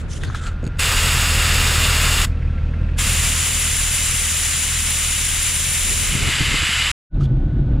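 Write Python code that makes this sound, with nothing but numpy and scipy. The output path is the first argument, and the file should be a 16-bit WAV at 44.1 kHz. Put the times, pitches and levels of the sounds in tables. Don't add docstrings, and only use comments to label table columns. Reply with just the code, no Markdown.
import sys
import numpy as np
from scipy import signal
from scipy.fft import rfft, irfft
from scipy.io import wavfile
from scipy.ndimage import uniform_filter1d

SR = 44100
rng = np.random.default_rng(int(sys.argv[2]) if len(sys.argv) > 2 else 0)


def level_to_linear(level):
    exponent = np.asarray(level, float) / 20
    return 10 ** exponent


def transcribe(signal):
    frames = np.atleast_2d(signal).T
    limited = np.clip(frames, -1, 1)
    pcm = np.round(limited * 32767).astype(np.int16)
    wavfile.write(sys.argv[1], SR, pcm)


N = 343980
TIME = np.arange(N) / SR
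HZ = np.fft.rfftfreq(N, 1 / SR) + 1e-3
SIDES = np.array([[1], [-1]])
CUT_S, CAB_START_S, CAB_FADE_S = 6.9154, 7.098, 0.06
EXHAUST_END_S = 0.785

# frequency in Hz, left over right in dB.
LEAN = [(200, -0.5), (1200, 2.5), (4200, 1.5), (5700, -3), (6300, 2.5), (7000, -3.5), (8100, -1), (8700, 8),
        (9300, -2), (10300, 14), (11300, -2.5), (15000, 9)]
# open in s, shut in s, level in dB, opening in dB per s.
RELEASES = [
    (.794, 2.25, -19, 2604),
    (2.988, 7.0, -20.5, 1699),
]


def rms_one(x):
    return x / np.sqrt(np.mean(x ** 2) + 1e-20)


def in_time(rows):
    s, *columns = np.transpose(rows)
    return [np.interp(TIME, s, c) for c in columns]


def at_hz(points):
    hz, value = np.transpose(points)
    return np.interp(np.log(HZ), np.log(hz), value)


def drift(rate_hz):
    r = np.exp(-80 * np.pi * rate_hz / SR)
    slow = signal.lfilter([1], [1, -2 * r, r * r], rng.standard_normal(N // 40 + 2002))[2000:]
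    return np.interp(np.arange(N) / 40, np.arange(len(slow)), rms_one(slow))


def swell(start_s, end_s, db, rise_db_per_s, fall_db_per_s):
    coarse = TIME[::40, None]
    rise = rise_db_per_s * np.maximum(start_s - coarse, 0)
    fall = fall_db_per_s * np.maximum(coarse - end_s, 0)
    level_db = db - rise - fall
    return np.interp(TIME, coarse[:, 0], np.maximum(level_db.max(axis=1), -140))


def colour(x, spectrum, rings=(), under_db=0):
    power = level_to_linear(2 * (at_hz(spectrum) + under_db))
    for hz, width_hz, db in rings:
        power = power + level_to_linear(2 * db) / (1 + (2 * (HZ - hz) / width_hz) ** 2) ** 2
    return rms_one(irfft(rfft(x) * np.sqrt(power), N))


def ring(clicks, hz, t60_s):
    r, w = level_to_linear(-60 / (t60_s * SR)), 2 * np.pi * hz / SR
    return signal.lfilter([0, np.sin(w)], [1, -2 * r * np.cos(w), r * r], clicks + 1e-18)


def puff(t60_s):
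    return level_to_linear(-60 * TIME[:6000] / t60_s) * rng.standard_normal(6000)


def add(out, s, x):
    start = round(s * SR)
    out[start:start + len(x)] += x


def apart(mid, side):
    # frequency in Hz, left-right likeness.
    likeness = [(60, 1.0), (150, 1.0), (380, 1.0), (950, 0.35), (2380, 0.32), (5980, 0.28), (15000, 0.42)]
    alike = np.clip(at_hz(likeness), -1, 1)
    ports = np.sqrt(1 + alike) * mid + np.sqrt(1 - alike) * side * SIDES
    return irfft(ports * level_to_linear(at_hz(LEAN) * SIDES / 2), N)


def cab():
    # frequency in Hz, density in dB per Hz.
    road = [(8.8, -25), (15, -34), (33, 5.5), (100, -7), (135, -0.5), (171, -14.5), (326, -19.5),
            (426, -32.5), (653, -35.5), (831, -40), (1060, -47.5), (1460, -44.5), (1860, -52.5),
            (3820, -58), (9000, -106), (11700, -128), (19800, -120)]
    # frequency in Hz, width in Hz, level in dB.
    cab_rings = [(132, 18, -0.5), (272, 60, -18), (1500, 60, -44), (6480, 12, -65)]
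    # peak in s, boom in dB.
    bumps = [
        (7.588, -14),
        (7.732, -12.5),
    ]
    trim_air = [(1000, -13), (3000, 6.5), (4800, 0.5), (7000, -5.5), (11000, -18.0), (14000, -50.0)]
    trim_rings = [(3400, 400, 0.86), (6600, 200, -2)]

    s, db = np.transpose(bumps)
    boom_db = np.maximum(swell(s, s, db, 60, 60), -16.5)
    shake_s, shake_length_s = 7.208, 0.047
    shake_db = swell(shake_s, shake_s + shake_length_s, -44.5, 900, 900)
    rustle_db = np.maximum(shake_db, -61.5)
    boom = colour(rng.standard_normal(N), road, cab_rings)
    trim = colour(rng.standard_normal(N), trim_air, trim_rings)
    boom = 0.5 * np.tanh(level_to_linear(boom_db + 1.15) * boom / 0.5)
    fade_in = np.clip((TIME - CAB_START_S) / CAB_FADE_S, 0, 1) ** 2.3
    return fade_in * (boom + level_to_linear(rustle_db - 5.0) * trim)


def wind():
    # frequency in Hz, density in dB per Hz.
    spectrum = [(12, -49), (20, 9.5), (121, 7), (232, -6.5), (338, -9.5), (468, -13), (809, -22.5),
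                (1200, -24.5), (1560, -43.5), (2640, -120)]
    # peak in s, level in dB, build-up in dB per s.
    gusts = [(.054, -31, 130), (.298, -28.5, 27.5), (.372, -42, 101), (.652, -41, 302), (5.6, -36, 497.5),
             (5.933, -25.5, 101), (6.028, -28, 324), (6.146, -23.5, 190), (6.288, -22.5, 42),
             (6.419, -22, 304), (6.556, -26, 47.5), (6.634, -30.5, 80), (6.758, -42, 131)]
    lumps = rng.standard_normal((2, N)) * level_to_linear(1.2 * drift(25))
    lumps = colour(lumps[0] + 0.45 * lumps[1] * SIDES, spectrum)
    s, db, build_db_per_s = np.transpose(gusts)
    return level_to_linear(swell(s, s, db, build_db_per_s, 499) + 3.0) * lumps


def whine():
    # time in s, frequency in Hz, level in dB.
    tone = [(0, 1400, -56.5), (.78, 1400, -49.5), (2.3, 1326, -53), (2.65, 1365, -52.5), (2.95, 1390, -59),
            (6.9, 1373, -60.5), (7.0, 1490, -58), (7.8, 1475, -58)]
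    hz, db = in_time(tone)
    level = np.sqrt(2) * level_to_linear(db + 1.7 * drift(17))
    return level * np.sin(2 * np.pi * np.cumsum(hz + 7 * drift(18)) / SR)


def tappets(turns):
    # place in cycle 0-1, frequency in Hz, level in dB, t60 in s.
    ticking = [(0, 1640, -21, 0.026), (.5, 1620, -25, .03), (.7, 2600, -35, 0.01), (0, 2100, -20.5, 0.0075),
               (0, 2650, -25, .012), (.33, 2520, -24, .018), (.66, 2600, -29, .014)]
    ticks, white = 0, rng.standard_normal(N)
    for place, hz, db, t60_s in ticking:
        since = (turns / 6 - place) % 1
        pulse = since * np.exp(2 - since / 0.032) * 10
        ticks = ticks + level_to_linear(db) * rms_one(ring(ring(white, hz, t60_s), hz, t60_s / 2)) * pulse
    return ticks * np.where(TIME < EXHAUST_END_S, 0.3, 1)


def engine():
    # time in s, firings in Hz.
    speed = [(0.0, 38.6), (0.25, 39.73), (0.81, 39.86), (1.0, 39.54), (1.9, 39.04), (1.94, 38),
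             (2.04, 38.9), (2.63, 38.3), (2.71, 38.8), (2.78, 39.43), (3.19, 39.24), (5.29, 39.3),
             (5.42, 39.3), (6.19, 39.92), (6.28, 38.5), (6.9, 37.2)]
    # time in s, level in dB.
    idle = [(0, -22.5), (.13, -26), (.55, -23.5), (1.0, -22), (1.48, -20), (2.92, -20.5), (3.54, -25.5),
            (4.3, -27.5), (5.89, -28.5), (6.2, -28.5), (6.8, -29)]
    # multiple of the firing rate, level in dB.
    firing = [(1, 0.5), (2, 2), (3, -12), (3.25, -9.5), (4, -15.5), (5, -18.5), (6, -23.5), (7, -37)]
    cylinders = [0.87, -0.028, 1, 1, 0.87, -0.64]
    # frequency in Hz, density in dB per Hz.
    bay_noise = [(15, -30), (25, 2), (60, -11.5), (91, -6.5), (249, -21), (418, -42.5), (475, -25.5),
                 (648, -34.5), (1240, -37), (1370, -35.5), (1480, -35.5), (2550, -39.5), (3850, -47),
                 (9760, -67.5), (12000, -79), (15600, -114), (22000, -120)]
    # frequency in Hz, width in Hz, level in dB.
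    bay_rings = [(123, 20, -17), (256, 228, -29), (2600, 120, -43.5), (9620, 350, -66.5)]

    (firing_hz,), (level_db,) = in_time(speed), in_time(idle)
    turns = np.cumsum(firing_hz) / SR
    cycle_start_s = 2.42
    turns = turns - turns[round(cycle_start_s * SR)] + 120
    pushed = turns + 0.579
    fired = pushed.astype(int)
    strength_db = np.array(cylinders)[fired % 6] + 0.43 * rng.standard_normal(N // 500)[fired]
    sway = drift(3), drift(0.82)
    push = 0
    for i, (multiple, db) in enumerate(firing):
        push = push + level_to_linear(db + 0.16 * sway[i % 2]) * np.sin(2 * np.pi * multiple * pushed)
    push = rms_one(push) * level_to_linear(uniform_filter1d(strength_db, size=300)) * level_to_linear([[-0.7], [0.7]])
    push = np.where(TIME < EXHAUST_END_S, level_to_linear(-3.0) * uniform_filter1d(push, size=170), push)
    gate = 1 + 0.054 * np.cos(2 * np.pi * pushed)
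    noise = apart(*rfft(rng.standard_normal((2, N))))
    bay = gate * colour(noise, bay_noise, bay_rings, under_db=-6)
    return level_to_linear(level_db) * (push + level_to_linear(-5.5) * bay + tappets(turns))


def steps():
    # start in s, length in s, crunch in dB, cloth in dB, squeak in dB.
    shifts = [(0, 0.0048, -44, -48, -60), (.115, 0.046, -42.5, -37, -56),
              (0.237, 0.0044, -33.5, -37, -37.5), (0.287, .03, -44.5, -51, -49),
              (0.348, .01, -37, -42, -34), (0.369, .012, -37, -42, -62), (0.42, .03, -40, -43, -40),
              (0.464, 0.005, -37.5, -44, -33), (0.496, .003, -52, -59, -46)]
    # frequency in Hz, density in dB per Hz.
    snow = [(800, -37), (1800, 1.5), (2500, -6), (3600, 1.5), (5000, -17), (7000, -34.5)]
    # frequency in Hz, density in dB per Hz.
    cloth_hiss = [(3000, -31), (5000, -2), (7000, 2), (8500, -4), (10000, -4), (11500, -22), (15000, -42),
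                  (16000, -67.5)]

    s, length_s, crunch, cloth, sole = np.transpose(shifts)
    end_s = s + length_s
    press_db_per_s, lift_db_per_s, squeak_db_per_s = 598, 335.5, 247
    settle_db, creak_db, brush_db, brush_end_s = -56, -45, -52, 0.33
    crunch_db = np.maximum(swell(s, end_s, crunch, press_db_per_s, lift_db_per_s), settle_db)
    brush_db = swell(s[1], brush_end_s, brush_db, press_db_per_s, lift_db_per_s)
    cloth_db = np.maximum(swell(s, end_s, cloth, press_db_per_s, lift_db_per_s), brush_db)
    squeak_db = np.maximum(swell(s, end_s, sole, squeak_db_per_s, squeak_db_per_s), creak_db)

    grains = rng.standard_normal((2, N)) * level_to_linear(2.5 * drift(50))
    grains = grains[0] + 0.42 * grains[1] * SIDES
    crunching = level_to_linear(crunch_db - 3.0) * colour(grains, snow)
    brushing = level_to_linear(cloth_db - 4.5) * colour(grains, cloth_hiss)
    squeaking = level_to_linear(squeak_db - 4.0) * rms_one(ring(rng.standard_normal(N), 1490, 0.0082))
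    walking = TIME < RELEASES[0][0]
    return walking * (crunching + brushing + squeaking)


def rubs():
    # start in s, length in s, frequency in Hz, width in Hz, level in dB.
    strokes = [(.005, 0.012, 7600, 2500, -54), (0.108, 0.027, 6000, 1500, -45),
               (.11, 0.079, 9400, 1200, -55.5), (0.123, .05, 3040, 700, -49),
               (.15, 0.038, 7200, 2010, -52.5), (0.223, 0.028, 3630, 700, -45), (.262, .02, 4300, 900, -45),
               (0.292, .005, 6400, 900, -49), (.33, .04, 3610, 500, -55), (0.353, .03, 7000, 2500, -51.5),
               (0.393, .03, 3600, 400, -49), (0.417, .025, 7600, 1500, -47), (.45, 0.028, 7650, 900, -51),
               (.469, 0.0087, 4500, 1200, -40), (.47, 0.011, 7000, 2000, -43), (.472, 0.01, 2820, 500, -39),
               (0.51, 0.0055, 6000, 3000, -63.5), (0.268, .02, 1550, 250, -42),
               (0.363, 0.014, 1620, 200, -41), (0.418, 0.072, 1310, 70.3, -39)]
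    out = np.zeros((2, N))
    grains = rng.standard_normal((2, SR)) * level_to_linear(3.4 * drift(120)[:SR])
    grains = grains[0] + 0.3 * grains[1] * SIDES
    for s, length_s, hz, width_hz, db in strokes:
        t60_s = np.log(1000) / (np.pi * width_hz)
        band = rms_one(ring(ring(grains, hz, t60_s), hz, t60_s))
        out[:, :SR] += level_to_linear(swell(s, s + length_s, db, 900, 500)[:SR]) * band
    return out


def snaps(out):
    # time in s, ring in dB, frequency in Hz, t60 in s, crack in dB.
    hits = [(.015, -38, 1300, .01, -42), (0.235, -19, 1950, 0.0031, -27.5), (0.249, -34, 1500, .01, -39.5),
            (.3, -20, 1480, 0.017, -50), (0.347, -18, 1570, 0.0086, -34.5), (.35, -26, 1210, .02, -60),
            (.237, -30, 1350, .015, -60), (0.472, -27, 1360, 0.023, -35), (.515, -33, 1380, .01, -50),
            (7.143, -51, 3700, 0.0092, -65), (7.207, -31, 1250, 0.027, -52), (7.222, -34, 1310, .04, -59.5),
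            (7.234, -41, 4500, .008, -47.5), (7.241, -38, 3300, .008, -44), (7.255, -38, 3440, .015, -55.5)]
    for s, db, hz, t60_s, crack_db in hits:
        body = ring(ring(puff(0.023), hz, t60_s), hz, 0.002)
        crack = signal.lfilter([0.5], [1, -0.5], puff(0.016))
        add(out, s, level_to_linear(db) * body / abs(body).max() + level_to_linear(crack_db + 6.5) * crack)


def rattle(out):
    # time in s, peak in dB.
    taps = [(.629, -37), (0.641, -30), (.652, -31.5), (.666, -23.5), (0.676, -25), (0.772, -36)]
    # frequency in Hz, level in dB, t60 in s.
    brass = [(4500, 5, 0.006), (2700, 10, .005), (1650, 3, .008), (6400, -9.5, .02), (6740, 0, .04),
             (8000, -8, 0.025), (11000, -20, 0.013)]
    tap_band = signal.butter(1, [1400, 5200], "band", fs=SR, output="sos")
    click = TIME[:6000] == 0
    for s, db in taps:
        rings = sum(level_to_linear(mode_db + rng.normal(0, 2.2)) * ring(click, hz, t60_s) for hz, mode_db, t60_s in brass)
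        burst = signal.sosfilt(tap_band, puff(0.0039))
        add(out, s, level_to_linear(db - 14.5) * (rings + 3.9 * burst))


def thumps(out):
    # time in s, peak in dB, t60 in s.
    knocks = [(0.63, -28, 0.039), (0.643, -19.5, 0.063), (0.664, -20, 0.08), (6.151, -19, 0.085),
              (6.288, -20, 0.1), (6.406, -20, 0.041), (6.413, -25, 0.037), (6.514, -23, .04),
              (6.689, -27, 0.0393), (6.439, -28, 0.044), (6.541, -22, 0.03), (6.629, -26, 0.058)]
    dull = signal.butter(3, 340, fs=SR, output="sos")
    click = TIME[:6000] == 0
    for s, db, t60_s in knocks:
        thud = signal.sosfilt(dull, ring(click, 115, 0.34 * t60_s) + 1.3 * puff(t60_s))
        add(out, s, level_to_linear(db + 7.5) * thud / abs(thud).max())


def handling():
    out = np.zeros(N)
    snaps(out)
    rattle(out)
    thumps(out)
    return signal.sosfilt(signal.butter(6, 11500, fs=SR, output="sos"), out)


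def valve(open_s, shut_s, db, opening_db_per_s):
    shut_db_per_s, echo_db, echo_db_per_s = 1747, -15, 421
    echo = swell(shut_s, shut_s, db + echo_db, shut_db_per_s, echo_db_per_s)
    return level_to_linear(np.maximum(swell(open_s, shut_s, db, opening_db_per_s, shut_db_per_s), echo))


def turbulence(shared_db, own_db):
    white, out, together = rfft(rng.standard_normal((2, N))), 0, drift(35)
    for low_hz in 125 * 2. ** np.arange(8):
        above = HZ >= low_hz * (low_hz > 125)
        band = irfft(white * (above & (HZ < 2 * low_hz)), N)
        out = out + band * level_to_linear(shared_db * together + own_db * drift(51))
    return rfft(out)


def jet_colour(x, spectrum, rings):
    db = at_hz(spectrum)
    for hz, width_hz, hump_db in rings:
        db = db + hump_db / (1 + (2 * (HZ - hz) / width_hz) ** 2)
    return rms_one(irfft(rfft(x) * level_to_linear(db), N))


def jets(width):
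    # frequency in Hz, width in Hz, height in dB.
    first_air = [(150, -42), (400, -7.5), (800, -10), (1250, -3.5), (2500, -1.5), (4000, -6.5), (5000, -8),
                 (7300, -4.5), (8800, -9.5), (11500, -17.5), (13500, -17), (15600, -24), (16500, -62)]
    first_rings = [(1250, 200, 2), (2250, 150, -2), (2790, 240, 7), (3150, 250, -2), (3580, 280, 4),
                   (4330, 150, 2), (4100, 150, -2), (4870, 260, 5), (5560, 120, 2), (5800, 400, -5),
                   (6120, 450, -7), (7060, 200, 2), (7350, 200, -2), (7800, 250, 2), (8100, 200, 3),
                   (11200, 200, 4), (8350, 200, -2), (8850, 250, -3), (9100, 250, 2), (9450, 300, -3),
                   (10250, 300, 6), (10800, 220, 5), (11700, 350, -3), (12700, 700, 2), (13650, 300, 2)]
    pair_air = [(150, -70), (400, -17.5), (800, -17), (1250, -10.5), (2500, -4.5), (4000, -5.5),
                (5000, -10.5), (7000, -5), (8300, -5.5), (9500, -4), (11000, -15.5), (14000, -16),
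                (15600, -28), (16500, -60)]
    pair_rings = [(2080, 250, 3), (2900, 500, 3), (4330, 220, -7), (4680, 180, 4), (5550, 250, 3),
                  (6250, 250, 2), (6500, 200, -2), (6950, 240, 6.5), (7480, 360, 5), (8300, 250, -4),
                  (8580, 220, 5), (8950, 120, 3), (9850, 380, 10), (11500, 300, -2)]
    port_air = [(290, -25.5), (750, -20), (1300, -9), (2500, -4), (3500, -9), (5000, -13), (6000, -21.5),
                (7700, -11.5), (9000, -26.5), (10300, -23.5), (12000, -27), (13000, -43), (14000, -38.5),
                (15000, -42.5)]
    port_rings = [(2100, 160, 5), (2300, 100, -2), (2930, 260, 7), (7900, 300, 2), (8450, 100, 4),
                  (11900, 500, -4), (3550, 150, 2), (4100, 200, 3), (4350, 250, -6), (4680, 250, 4),
                  (5450, 200, -3), (6800, 250, 2), (7000, 150, -2), (8300, 200, -3), (8800, 200, -6),
                  (9000, 200, 4), (9350, 250, -5), (10150, 300, 3), (10800, 400, 2)]
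    side_air = [(150, -13), (500, -20), (1500, -16.5), (2500, -13.5), (3500, -15), (4500, -17.5),
                (5500, -9.5), (6800, -2), (8500, -4.5), (10300, -2), (11500, -10.5), (13500, -17.5),
                (15800, -24.5), (16500, -63.5)]
    side_rings = [(1000, 200, 3), (2100, 300, 5), (2350, 150, -4), (8200, 200, 3), (11700, 300, 3),
                  (4000, 250, -7), (5150, 250, -3), (6100, 200, -3), (7350, 200, -3), (9350, 250, -4),
                  (11300, 250, -5)]
    # frequency in Hz, left lead in radians.
    lead = [(200, 0), (7670, -0.21), (8180, 0.81), (8790, 1.7), (9470, 1.3), (10100, -0.72), (11000, -0.12)]

    mid, side = turbulence(shared_db=0.45, own_db=0.37)
    single = irfft(mid, N)
    first_noise = single + 0.6 * irfft(side * (HZ > 11200), N) * SIDES
    first = jet_colour(first_noise, first_air, first_rings)
    leaning = irfft(mid * level_to_linear(at_hz(LEAN) * SIDES / 2) * np.exp(0.5j * at_hz(lead) * SIDES), N)
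    difference = level_to_linear(-6.0) * SIDES * jet_colour(irfft(side, N), side_air, side_rings)
    pair = jet_colour(leaning, pair_air, pair_rings) + difference
    port = jet_colour(single, port_air, port_rings)

    opening = TIME < 4.5
    folded = np.where(opening, level_to_linear(-3.0) * first, level_to_linear(3.0) * port)
    second = width ** np.where(opening, 0.45, 1) * pair + (1 - width) * folded
    second = second * level_to_linear(-2.5 * 3.6 * width * (1 - width) * (TIME > 4.5))
    top = irfft(rfft(second) * (HZ > 14300), N)
    second = second - top * np.clip((TIME - 6.2) / 0.12, 0, 1)
    return valve(*RELEASES[0]) * first + valve(*RELEASES[1]) * second


def scene():
    # time in s, stereo share 0-1.
    opening = [(0, 1), (.5, 0.02), (2.6, 0.01), (3, 0.32), (3.6, 0.9), (6.02, 1), (6.35, 0.22), (6.55, 0.2),
               (6.9, 0.09)]
    width = np.clip(in_time(opening)[0], 0, 1)
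    around = engine() + steps() + rubs()
    middle = around.mean(axis=0)
    around = middle + np.sqrt(width) * (around - middle)
    outdoors = TIME < CUT_S
    tone = whine() * (outdoors + np.clip((TIME - CAB_START_S) / CAB_FADE_S, 0, 1))
    handled = handling() * level_to_linear(2.6 * width * SIDES)
    ending = np.clip((TIME[-1] - TIME) / 0.0015, 0, 1)
    return ending * (outdoors * (around + wind() + jets(width)) + handled + cab() + tone)


def roll_off(x):
    return signal.sosfilt(signal.butter(12, 15780, fs=SR, output="sos"), x)


def record(dry):
    return roll_off(dry)


dry = scene()
out = record(dry)
transcribe(out)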